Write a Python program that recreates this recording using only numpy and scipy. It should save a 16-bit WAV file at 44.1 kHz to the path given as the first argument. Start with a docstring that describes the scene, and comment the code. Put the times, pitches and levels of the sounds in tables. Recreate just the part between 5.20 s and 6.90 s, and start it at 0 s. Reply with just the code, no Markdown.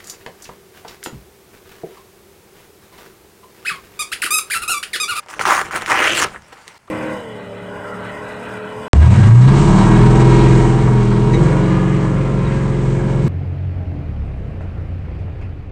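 """Under a canopy, a long sheet of stiff paper is ripped off a roll against a blade in a few tugs,
then settles on a table with a soft rustle and a few creases; the sound drops out for an instant near the end.
Tearing is a random train of short pops with fibre fizz, rasp, flap and blade ring; creases are single pops.
Rustle, slides, rumble and air are shaped random signals, the knock on the table is a decaying sine,
and the canopy answers the paper and the knock with a short dull tail."""
import sys
import numpy as np
from scipy import signal
from scipy.io import wavfile
from scipy.ndimage import uniform_filter1d

SR = 44100
rng = np.random.default_rng(int(sys.argv[2]) if len(sys.argv) > 2 else 0)


def to_wav(sig):
    """Store sig (one row per channel, or 1-D mono) as 16-bit WAV at the path in sys.argv[1].

    Samples outside -1..1 are clipped; the rate is SR.
    """
    pcm = np.clip(np.atleast_2d(sig), -1, 1) * 32767
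    pcm = np.round(pcm).astype(np.int16)
    wavfile.write(sys.argv[1], SR, pcm.T)  # frames by channels


N = 74970

# The tugs, one table each. Each row: time in seconds, level of the sheet's pops in dB, then fibre fizz
# and low flap in dB over the pops, pitch of the sheet in Hz, pitch of the rasp in Hz,
# then top treble and blade ring in dB over the pops.
TUGS = [
    [(0.084, -47, -11, 5, 1280, 6460, -48, -6), (0.102, -35.5, 2.5, -18.5, 1330, 6340, -19, -15),
     (0.135, -36.5, -4, -3.5, 1390, 6350, -22, -18), (0.139, -28, -9, -24, 1410, 6330, -30, -11),
     (0.154, -40.5, -3, -5, 1326, 6220, -23, -8), (0.18, -38, -7, 1, 1190, 5670, -46, -19),
     (0.186, -37, -3, -7, 1170, 5580, -31, -6), (0.19, -47, -21, -15, 1120, 5570, -33, 1)],
    [(0.194, -13, -20, -15, 1353, 6320, -38, -17), (0.202, -32, -3, 10.5, 1480, 6380, -26, -10),
     (0.212, -14.5, -13, -26, 1440, 6500, -27, -26), (0.218, -30.5, 7, -5, 1520, 6700, -25, -28),
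     (0.248, -27, -9.5, -5.5, 1370, 6660, -25, -29), (0.25, -38, 16, -27, 1270, 6500, -34, -14)],
    [(0.253, -15.5, -8.5, -15.5, 1278, 5700, -35, -17.5), (0.281, -17.5, -2.5, -9.5, 1183, 5400, -23, -9),
     (0.323, -9.5, -12.5, -26, 1281, 6560, -27, -20.5), (0.369, -17, -4, -15, 1315, 6000, -25, -36),
     (0.413, -20.5, -5, -12, 1313, 6300, -32, -28), (0.432, -29.5, -7, -6, 1180, 6360, -23, -38),
     (0.461, -30.5, -5.5, -9, 1320, 6400, -31, -15), (0.505, -38.5, -10, -5.5, 1230, 6820, -34, -9)],
    [(0.509, -27, -20, -26, 1400, 6700, -27, -30), (0.519, -28, -5.5, -10, 1440, 6590, -30, -6),
     (0.545, -21.5, -13.5, -8.5, 1320, 7040, -25, -23), (0.562, -15.5, -8, -17, 1390, 8400, -23, -14.5),
     (0.601, -35, -6.5, -6.5, 1405, 7600, -33, -12), (0.619, -29, -4.5, -7.5, 1375, 7400, -26, -2.5),
     (0.651, -35.5, -10, -2.5, 1800, 5840, -26, -27), (0.66, -39.5, 1, 8, 1830, 5700, -32, -17)],
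    [(0.664, -40, 7, -9, 1560, 6410, -26, -11), (0.674, -24, -7.5, -14, 1484, 6600, -23, -40),
     (0.712, -13, -9, -9, 1380, 6800, -41, -35), (0.764, -16, -11.5, -15, 1527, 5500, -33, -10.5),
     (0.808, -13.5, -10, -8.5, 1496, 6400, -32, -9), (0.862, -12, -8, -12, 1848, 6300, -41, -17),
     (0.908, -18.5, -8.5, -5.5, 2270, 6860, -45, -3), (0.96, -22, 1, -6, 2070, 7900, -42, 0.5),
     (0.996, -17.5, 1.5, -8, 1590, 7540, -39, -2), (1.009, -18, -3.5, -7, 1514, 7060, -34, -14),
     (1.022, -14.5, -1, -10, 1482, 6040, -33, -17), (1.048, -20.5, 3, -5.5, 1520, 5560, -30.5, -8.5)],
]
# Colours of the fibre fizz, its top treble and the flap. Each row: frequency in Hz, relative density in dB per Hz.
FIZZ_COLOUR = [(1650, -9), (2800, -8.5), (3250, -9.5), (4140, -7), (5200, -10.5), (5630, -8.5),
               (7980, -18.5), (9440, -10), (11800, -34.5), (15300, -28), (22000, -120)]
TREBLE_COLOUR = [(9000, -21), (11500, -8), (14600, 0), (16300, -9)]
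FLAP_COLOUR = [(88, -47.5), (150, -20.5), (247, -17.5), (310, -5.5), (650, -4.5), (840, -25), (1430, -120)]
POPS_PER_S, POP_SPREAD_DB, POP_CYCLES, PITCH_SPREAD = 2200, 2.5, 0.647, .17  # pitch spread is in log units
FIBRES_PER_S, FIBRE_SPREAD_DB, CLUMP_DB = 6000, 2.5, 1.7
RASP_DB, RASP_WIDTH_HZ, PATCH_DB = -2, 3100, 2.5  # rasp level is over the fizz
BLADE_HZ, BLADE_WIDTH_HZ = 2853, 1060  # the blade's edge sings along


def tearing_pops(train):
    """Impulse excitation: each notch that gives way sets off one pop scattered around the sheet's pitch."""
    pitches = np.geomspace(500, 3600, num=28)
    scattered = joined(TUGS, column=4) * np.exp(PITCH_SPREAD * rng.standard_normal(N))
    bin_of = np.searchsorted(pitches, scattered)
    pops = np.zeros(N)
    for k, hz in enumerate(pitches):
        shape = np.sqrt(hz) * pop(hz, POP_CYCLES)  # the root gives every pitch equal energy
        pops += signal.oaconvolve(train * (bin_of == k), shape)[:N]
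    return evened(pops)


def fibre_fizz(jolts):
    """Superposed micro-fractures: dense tiny clicks, joined by the notches' jolts, make fizz, rasp and treble."""
    breaks = evened(clicks(FIBRES_PER_S, FIBRE_SPREAD_DB) * random_signs())
    fibres = (breaks + 0.48 * jolts) * clumps(0.72, size=200)
    rasp = resonate(fibres * random_signs(), joined(TUGS, column=5), RASP_WIDTH_HZ)
    fizz = patchy(colour(fibres, FIZZ_COLOUR) + amp(RASP_DB) * rasp, PATCH_DB)
    treble = patchy(colour(fibres, TREBLE_COLOUR), 1.3)
    return fizz * amp(joined(TUGS, column=2)) + treble * amp(joined(TUGS, column=6))


def low_flap(jolts):
    """Broadband forcing: noise and the notches' jolts, coloured low, make the sheet's flap."""
    flap = patchy(colour(rng.standard_normal(N) + 1.04 * jolts, FLAP_COLOUR), 1.65)
    return flap * amp(joined(TUGS, column=3))


def blade_ring(jolts):
    """Driven resonance: the notches' jolts excite one fixed, heavily damped mode of the blade."""
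    ring = resonate(jolts * random_signs(), np.full(N, BLADE_HZ), BLADE_WIDTH_HZ)
    return ring * amp(joined(TUGS, column=7))


def rip():
    """Fracture as a random point process: one train of giving notches drives pops, fizz, flap and blade."""
    train = clicks(POPS_PER_S, POP_SPREAD_DB)
    jolts = evened(train - train.mean())
    pops = tearing_pops(train)
    driven = fibre_fizz(jolts) + low_flap(jolts) + blade_ring(jolts)
    level = evened(clumps(CLUMP_DB, size=150)) * amp(joined(TUGS, column=1))
    return level * inside(TUGS) * (patchy(pops, 1.0) + driven)


# Single creases and notches. Each row: start in seconds, level of the pop in dB, pitch in Hz,
# brightness of the tick in dB over the pop, ring in cycles (held within 0.4 to 2.2).
CREASES = [(0.061, -30.5, 990, -7, 0.76), (0.085, -23.5, 2300, -9, 0.72), (0.098, -34, 1140, -16, 1.1),
           (0.1375, -19, 1530, -18, 1.18), (0.193, -8.5, 1920, -18.5, 0.7), (0.207, -24, 1200, -18, 0.64),
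           (0.211, -6, 1570, -16.5, 0.71), (0.225, -20, 1200, -10, 0.94), (0.236, -18, 1250, -9, 1.17),
           (0.253, 0.5, 1285, -17, 0.87), (0.268, -6.5, 1000, -16, 1.03), (0.274, -7, 1000, -4, 0.86),
           (0.286, -1.5, 980, -27, 1.08), (0.393, -3, 1280, -16, 0.39), (0.414, -1, 1190, -20, 0.42),
           (0.509, -19, 1040, -13, 0.78), (0.535, -10, 1690, -28, 0.48), (0.62, -13, 1470, -7, 0.96),
           (0.6609, -9.5, 1980, -8, 0.73), (0.668, -28, 1840, -12, 0.54), (0.698, -8, 1200, -4.5, 1.12),
           (0.713, -5, 2010, -23, 0.86), (0.744, -10, 1170, -28, 1.1), (0.979, -14, 1380, -9, 0.8),
           (1.013, -8, 1410, -11, 0.64), (1.0226, -1.5, 1400, -20, 0.87), (1.029, -7.5, 1440, -5, 0.69),
           (1.044, -7.5, 1470, -26, 0.93), (1.144, -24, 1394, -45, 1.9), (1.1592, -20, 1820, -38, 1.9),
           (1.221, -32.5, 1500, -7, 0.57), (1.3272, -36, 2600, -15, 1.3), (1.4776, -27, 1960, 3.5, 1.7),
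           (1.678, -37, 1135, -23, 1.81), (1.683, -36.5, 1170, -25, 1.9)]
# Colour of a snap's tick. Each row: frequency in Hz, relative density in dB per Hz.
TICK_COLOUR = [(1800, -21), (2900, 2), (5670, 1), (9500, -8), (16000, -29)]
SNAP_TAIL_S, SNAP_TAIL_DB, TICK_S = 0.0028, -9.5, 0.0014  # times are to 1/e


def snaps():
    """Transient response: each crease or notch is one strong pop, a bright tick and a short crackling tail."""
    length = 2000  # samples a snap
    out, t = np.zeros(N + length), np.arange(length) / SR
    noises = rng.standard_normal((len(CREASES), length))
    hiss = colour(rng.standard_normal(N), TICK_COLOUR)
    for (s, db, hz, bright_db, cycles), noise in zip(CREASES, noises):
        at = round(s * SR)
        swing = pop(hz, np.clip(cycles, .4, 2.2))
        crackle = evened(signal.fftconvolve(noise, swing)[:length])
        tail = crackle * np.exp(-t / SNAP_TAIL_S) * amp(SNAP_TAIL_DB)
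        u = (t - (2 * cycles - .5) / hz) / TICK_S  # the tick starts as the spike rises
        tick = np.roll(hiss, -at)[:length] * (u > 0) * np.exp(-abs(u)) * amp(bright_db)
        spike = np.r_[swing, np.zeros(length - len(swing))]
        out[at:at + length] += amp(db) * (spike + tail * np.minimum(t * hz, 1) + tick)
    return out[:N]


# The stretches of rustle, one table each. Each row: time in seconds, level of the body in dB,
# fizz in dB over the body.
RUSTLES = [
    [(0.0, -33.5, -6.5), (0.016, -55.5, -0.5), (0.034, -42.5, -10), (0.056, -57, -7), (0.062, -47, -31),
     (0.074, -45, -9), (0.082, -48, -9)],
    [(1.048, -14, -27), (1.058, -26, -9), (1.108, -41, -5.5), (1.164, -34, -17.5), (1.19, -52, -3.5),
     (1.321, -47, -6.5), (1.326, -35, -6.5), (1.342, -42, -4), (1.35, -49, -3), (1.39, -42.5, -8),
     (1.4, -42.5, -8.5), (1.466, -51, -1), (1.476, -37, -8)],
    [(1.48, -39, -1), (1.5, -42, -6), (1.54, -48.5, -2.5), (1.566, -42, -8), (1.578, -55, 7),
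     (1.582, -54, 13)],
    [(1.672, -68, -17), (1.676, -53, 5), (1.678, -49, -7), (1.684, -47, -16), (1.7, -60, -17)],
]
# Colours of the rustle's body and of its treble. Each row: frequency in Hz, relative density in dB per Hz.
BODY_COLOUR = [(88, -54), (150, -14.5), (351, -5.5), (446, 1.5), (496, -2), (674, -4.5), (952, -1),
               (2030, -5.5), (3600, -18), (4680, -30), (7920, -120)]
SILK_COLOUR = [(1760, -10), (3000, -1.5), (4400, -1), (4930, -2), (9110, -9), (11100, -20), (15600, -23)]


def rustle():
    """Friction noise: soft rubbing in the slack sheet is many tiny clicks, with silky noise above."""
    rubs = clicks(6000, 3.2) * random_signs() * clumps(.8, size=400)
    body = patchy(colour(rubs, BODY_COLOUR), 1.5)
    fizz = patchy(colour(rng.standard_normal(N) * clumps(1.5, size=300), SILK_COLOUR), 2.2)
    return amp(joined(RUSTLES, column=1)) * inside(RUSTLES) * (body + amp(joined(RUSTLES, column=2)) * fizz)


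# Narrow hisses as the sheet slides. Each row: start in seconds, length in seconds, pitch in Hz,
# width in Hz, level in dB.
HISSES = [(1.1, .1, 8300, 2500, -53), (1.265, .03, 8500, 3000, -57), (1.35, .126, 7020, 250, -60),
          (1.39, .086, 4600, 300, -59), (1.39, .086, 8600, 400, -64)]


def slides():
    """Narrow-band friction noise: each slide sings in one band, swelling and fading."""
    out, t = np.zeros(N), np.arange(N) / SR
    for s, length, hz, width_hz, db in HISSES:
        arch = np.sin(np.pi * np.clip((t - s) / length, 0, 1)).clip(0)
        level = amp(db) * np.sqrt(arch) * clumps(2.5, size=400)
        out += level * resonate(rng.standard_normal(N), np.full(N, hz), width_hz)
    return out


THUMP_S, THUMP_DB, THUMP_HZ, THUMP_DECAY_S = 1.679, -45.5, 390, 0.0061


def thump():
    """Damped oscillation: a dull knock on the table is one low sine that swells and dies quickly."""
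    t = np.arange(2000) / SR
    swell = t / THUMP_DECAY_S * np.exp(1 - t / THUMP_DECAY_S)  # reaches 1 after one decay time
    out, at = np.zeros(N + 2000), round(THUMP_S * SR)
    out[at:at + 2000] = amp(THUMP_DB) * np.sin(2 * np.pi * THUMP_HZ * t) * swell
    return out[:N]


# Low rumble of the waved sheet. Each row: time in seconds, level in dB.
BOOM_LEVEL = [(0.0, -52), (0.074, -59.5), (0.278, -34), (0.344, -48), (0.392, -36), (0.524, -44),
              (0.544, -36.5), (0.8, -40), (0.814, -50), (0.912, -34.5), (1.008, -41), (1.026, -30.5),
              (1.25, -51.5), (1.7, -65)]
# Its colour. Each row: frequency in Hz, relative density in dB per Hz.
BOOM_COLOUR = [(12, 9.5), (20, 1.5), (108, -9.5), (220, -7.5), (290, -38), (480, -120)]


def boom():
    """Low-frequency radiation: the waved sheet's rumble is low-coloured noise on a level curve."""
    return amp(curve(BOOM_LEVEL, column=1)) * colour(rng.standard_normal(N), BOOM_COLOUR)


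CANOPY_T60_S, CANOPY_DB, CANOPY_HZ = 0.12, -17.5, 3460


def canopy(x):
    """Diffuse reverberation: canopy, wall and table return a short dull tail of decaying noise."""
    t = np.arange(SR // 2) / SR
    taps = rng.standard_normal(len(t)) * amp(-60 * t / CANOPY_T60_S) * (t > .004)
    taps = signal.lfilter(*signal.butter(1, CANOPY_HZ, fs=SR), taps)
    return amp(CANOPY_DB) * signal.fftconvolve(x, taps / np.linalg.norm(taps))[:N]


# Colour of the background air. Each row: frequency in Hz, relative density in dB per Hz.
AIR_COLOUR = [(24, -39), (40, 2.5), (1250, 0.5), (2160, 0), (2510, -2.5), (3930, -12), (4240, -6.5),
              (10100, -12.5), (13700, -27.5), (15500, -23)]
AIR_DB = -54.5


def air():
    """Stationary noise: the background is a steady coloured hiss."""
    return amp(AIR_DB) * colour(rng.standard_normal(N), AIR_COLOUR)


def pop(hz, cycles):
    """Elastic recoil: the sheet bulges and springs back, one spike with a swing either side."""
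    u = np.arange(400) / SR * hz - 2 * cycles  # cycles from the spike
    bell = np.exp(-(u / cycles) ** 2)
    swing = np.cos(2 * np.pi * u) * bell * (1 + .5 * np.tanh(u))
    return swing - bell * swing.sum() / bell.sum()  # no net pressure remains


def clicks(per_s, spread_db):
    """Poisson-like process: clicks at random samples, with levels spread upward in dB."""
    return amp(spread_db * np.minimum(rng.exponential(1, N), 4)) * (rng.random(N) < per_s / SR)


def random_signs():
    """Random polarity: each sample is a push or a pull."""
    return rng.choice([-1, 1], N)


def clumps(depth_db, size):
    """Amplitude modulation: a level wandering at random over about `size` samples."""
    return amp(depth_db * evened(uniform_filter1d(rng.standard_normal(N), size=size)))


def patchy(x, depth_db):
    """Time-frequency modulation: drifting patches of stronger and weaker pitch, as folds come and go."""
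    z = signal.stft(x, nperseg=256, noverlap=192)[2]
    field = uniform_filter1d(rng.standard_normal(z.shape), size=4, axis=0)  # across pitch
    field = evened(uniform_filter1d(field, size=24, axis=1))  # across time
    return evened(signal.istft(z * amp(depth_db * field), nperseg=256, noverlap=192)[1][:N])


def resonate(x, hz, width_hz):
    """Heterodyned resonance: shift the pitch curve to zero, smooth with two poles, shift back."""
    turn = np.exp(2j * np.pi * np.cumsum(hz) / SR)
    r = np.exp(-np.pi * width_hz / SR)
    return evened((turn * signal.lfilter([1], [1, -2 * r, r * r], x / turn)).real)


def colour(x, points):
    """Minimum-phase filtering: a causal filter with the given spectrum, falling away beyond its ends."""
    f, db = np.transpose(points)
    f, db = np.r_[f[0] / 10, f, f[-1] * 2], np.r_[db[0] - 30, db, db[-1] - 30]
    hz = abs(np.fft.fftfreq(8192, 1 / SR))
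    log = np.interp(np.log(hz + 1), np.log(f), db) * np.log(10) / 20
    taps = np.fft.ifft(np.exp(log - 1j * signal.hilbert(log).imag)).real[:4096]
    return evened(signal.oaconvolve(x, taps)[:N])


def curve(table, column):
    """Linear interpolation: one column as a value per sample, held beyond the ends."""
    rows = np.array(table)
    return np.interp(np.arange(N) / SR, rows[:, 0], rows[:, column])


def joined(tables, column):
    """Piecewise interpolation: one column of several tables as a value per sample."""
    return curve(np.concatenate(tables), column=column)


def inside(tables):
    """Gating: 1 while any table runs, with quick edges."""
    t = np.arange(N) / SR
    running = sum((t >= rows[0][0]) & (t <= rows[-1][0] + 1 / SR) for rows in tables)
    return uniform_filter1d(1. * running.clip(0, 1), size=40)


def amp(db):
    """Decibel law: level in dB to amplitude."""
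    return 10 ** (np.asarray(db) / 20)


def evened(x):
    """Power normalisation: scale to a root-mean-square of 1."""
    return x / np.sqrt(np.mean(x ** 2) + 1e-20)


def scene():
    """Superposition: the paper and the knock, the rumble, the air and the canopy's tail add up."""
    paper = rip() + snaps() + rustle() + slides() + thump()
    return (paper + boom() + air() + canopy(paper))[None]


# Microphone colour. Each row: frequency in Hz, relative response in dB.
MIC_COLOUR = [(100, 7), (500, -0.73), (900, 1.94), (2000, 0.67), (3100, 0.65), (3700, -3), (6000, -1.93),
              (16000, 1.4)]
DROP_S, DROP_WIDTH_S = 1.584, 0.0042  # centre of the drop-out, and its half-width at 1/e
EDGE_HZ = 16100


def record(dry):
    """Transducer chain: microphone colour, a brief drop-out, soft overload, then the band limit."""
    t = np.arange(N) / SR
    mic = colour(dry[0], MIC_COLOUR) * np.std(dry)  # the filter evens the level, so restore it
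    mic = mic * (1 - np.exp(-((t - DROP_S) / DROP_WIDTH_S) ** 2))
    overloaded = 0.98 * np.tanh(mic / 1.165)
    band = signal.firwin(511, EDGE_HZ, window=("kaiser", 7), fs=SR)
    return signal.oaconvolve(overloaded, band, "same")[None]


dry = scene()
out = record(dry)
to_wav(out)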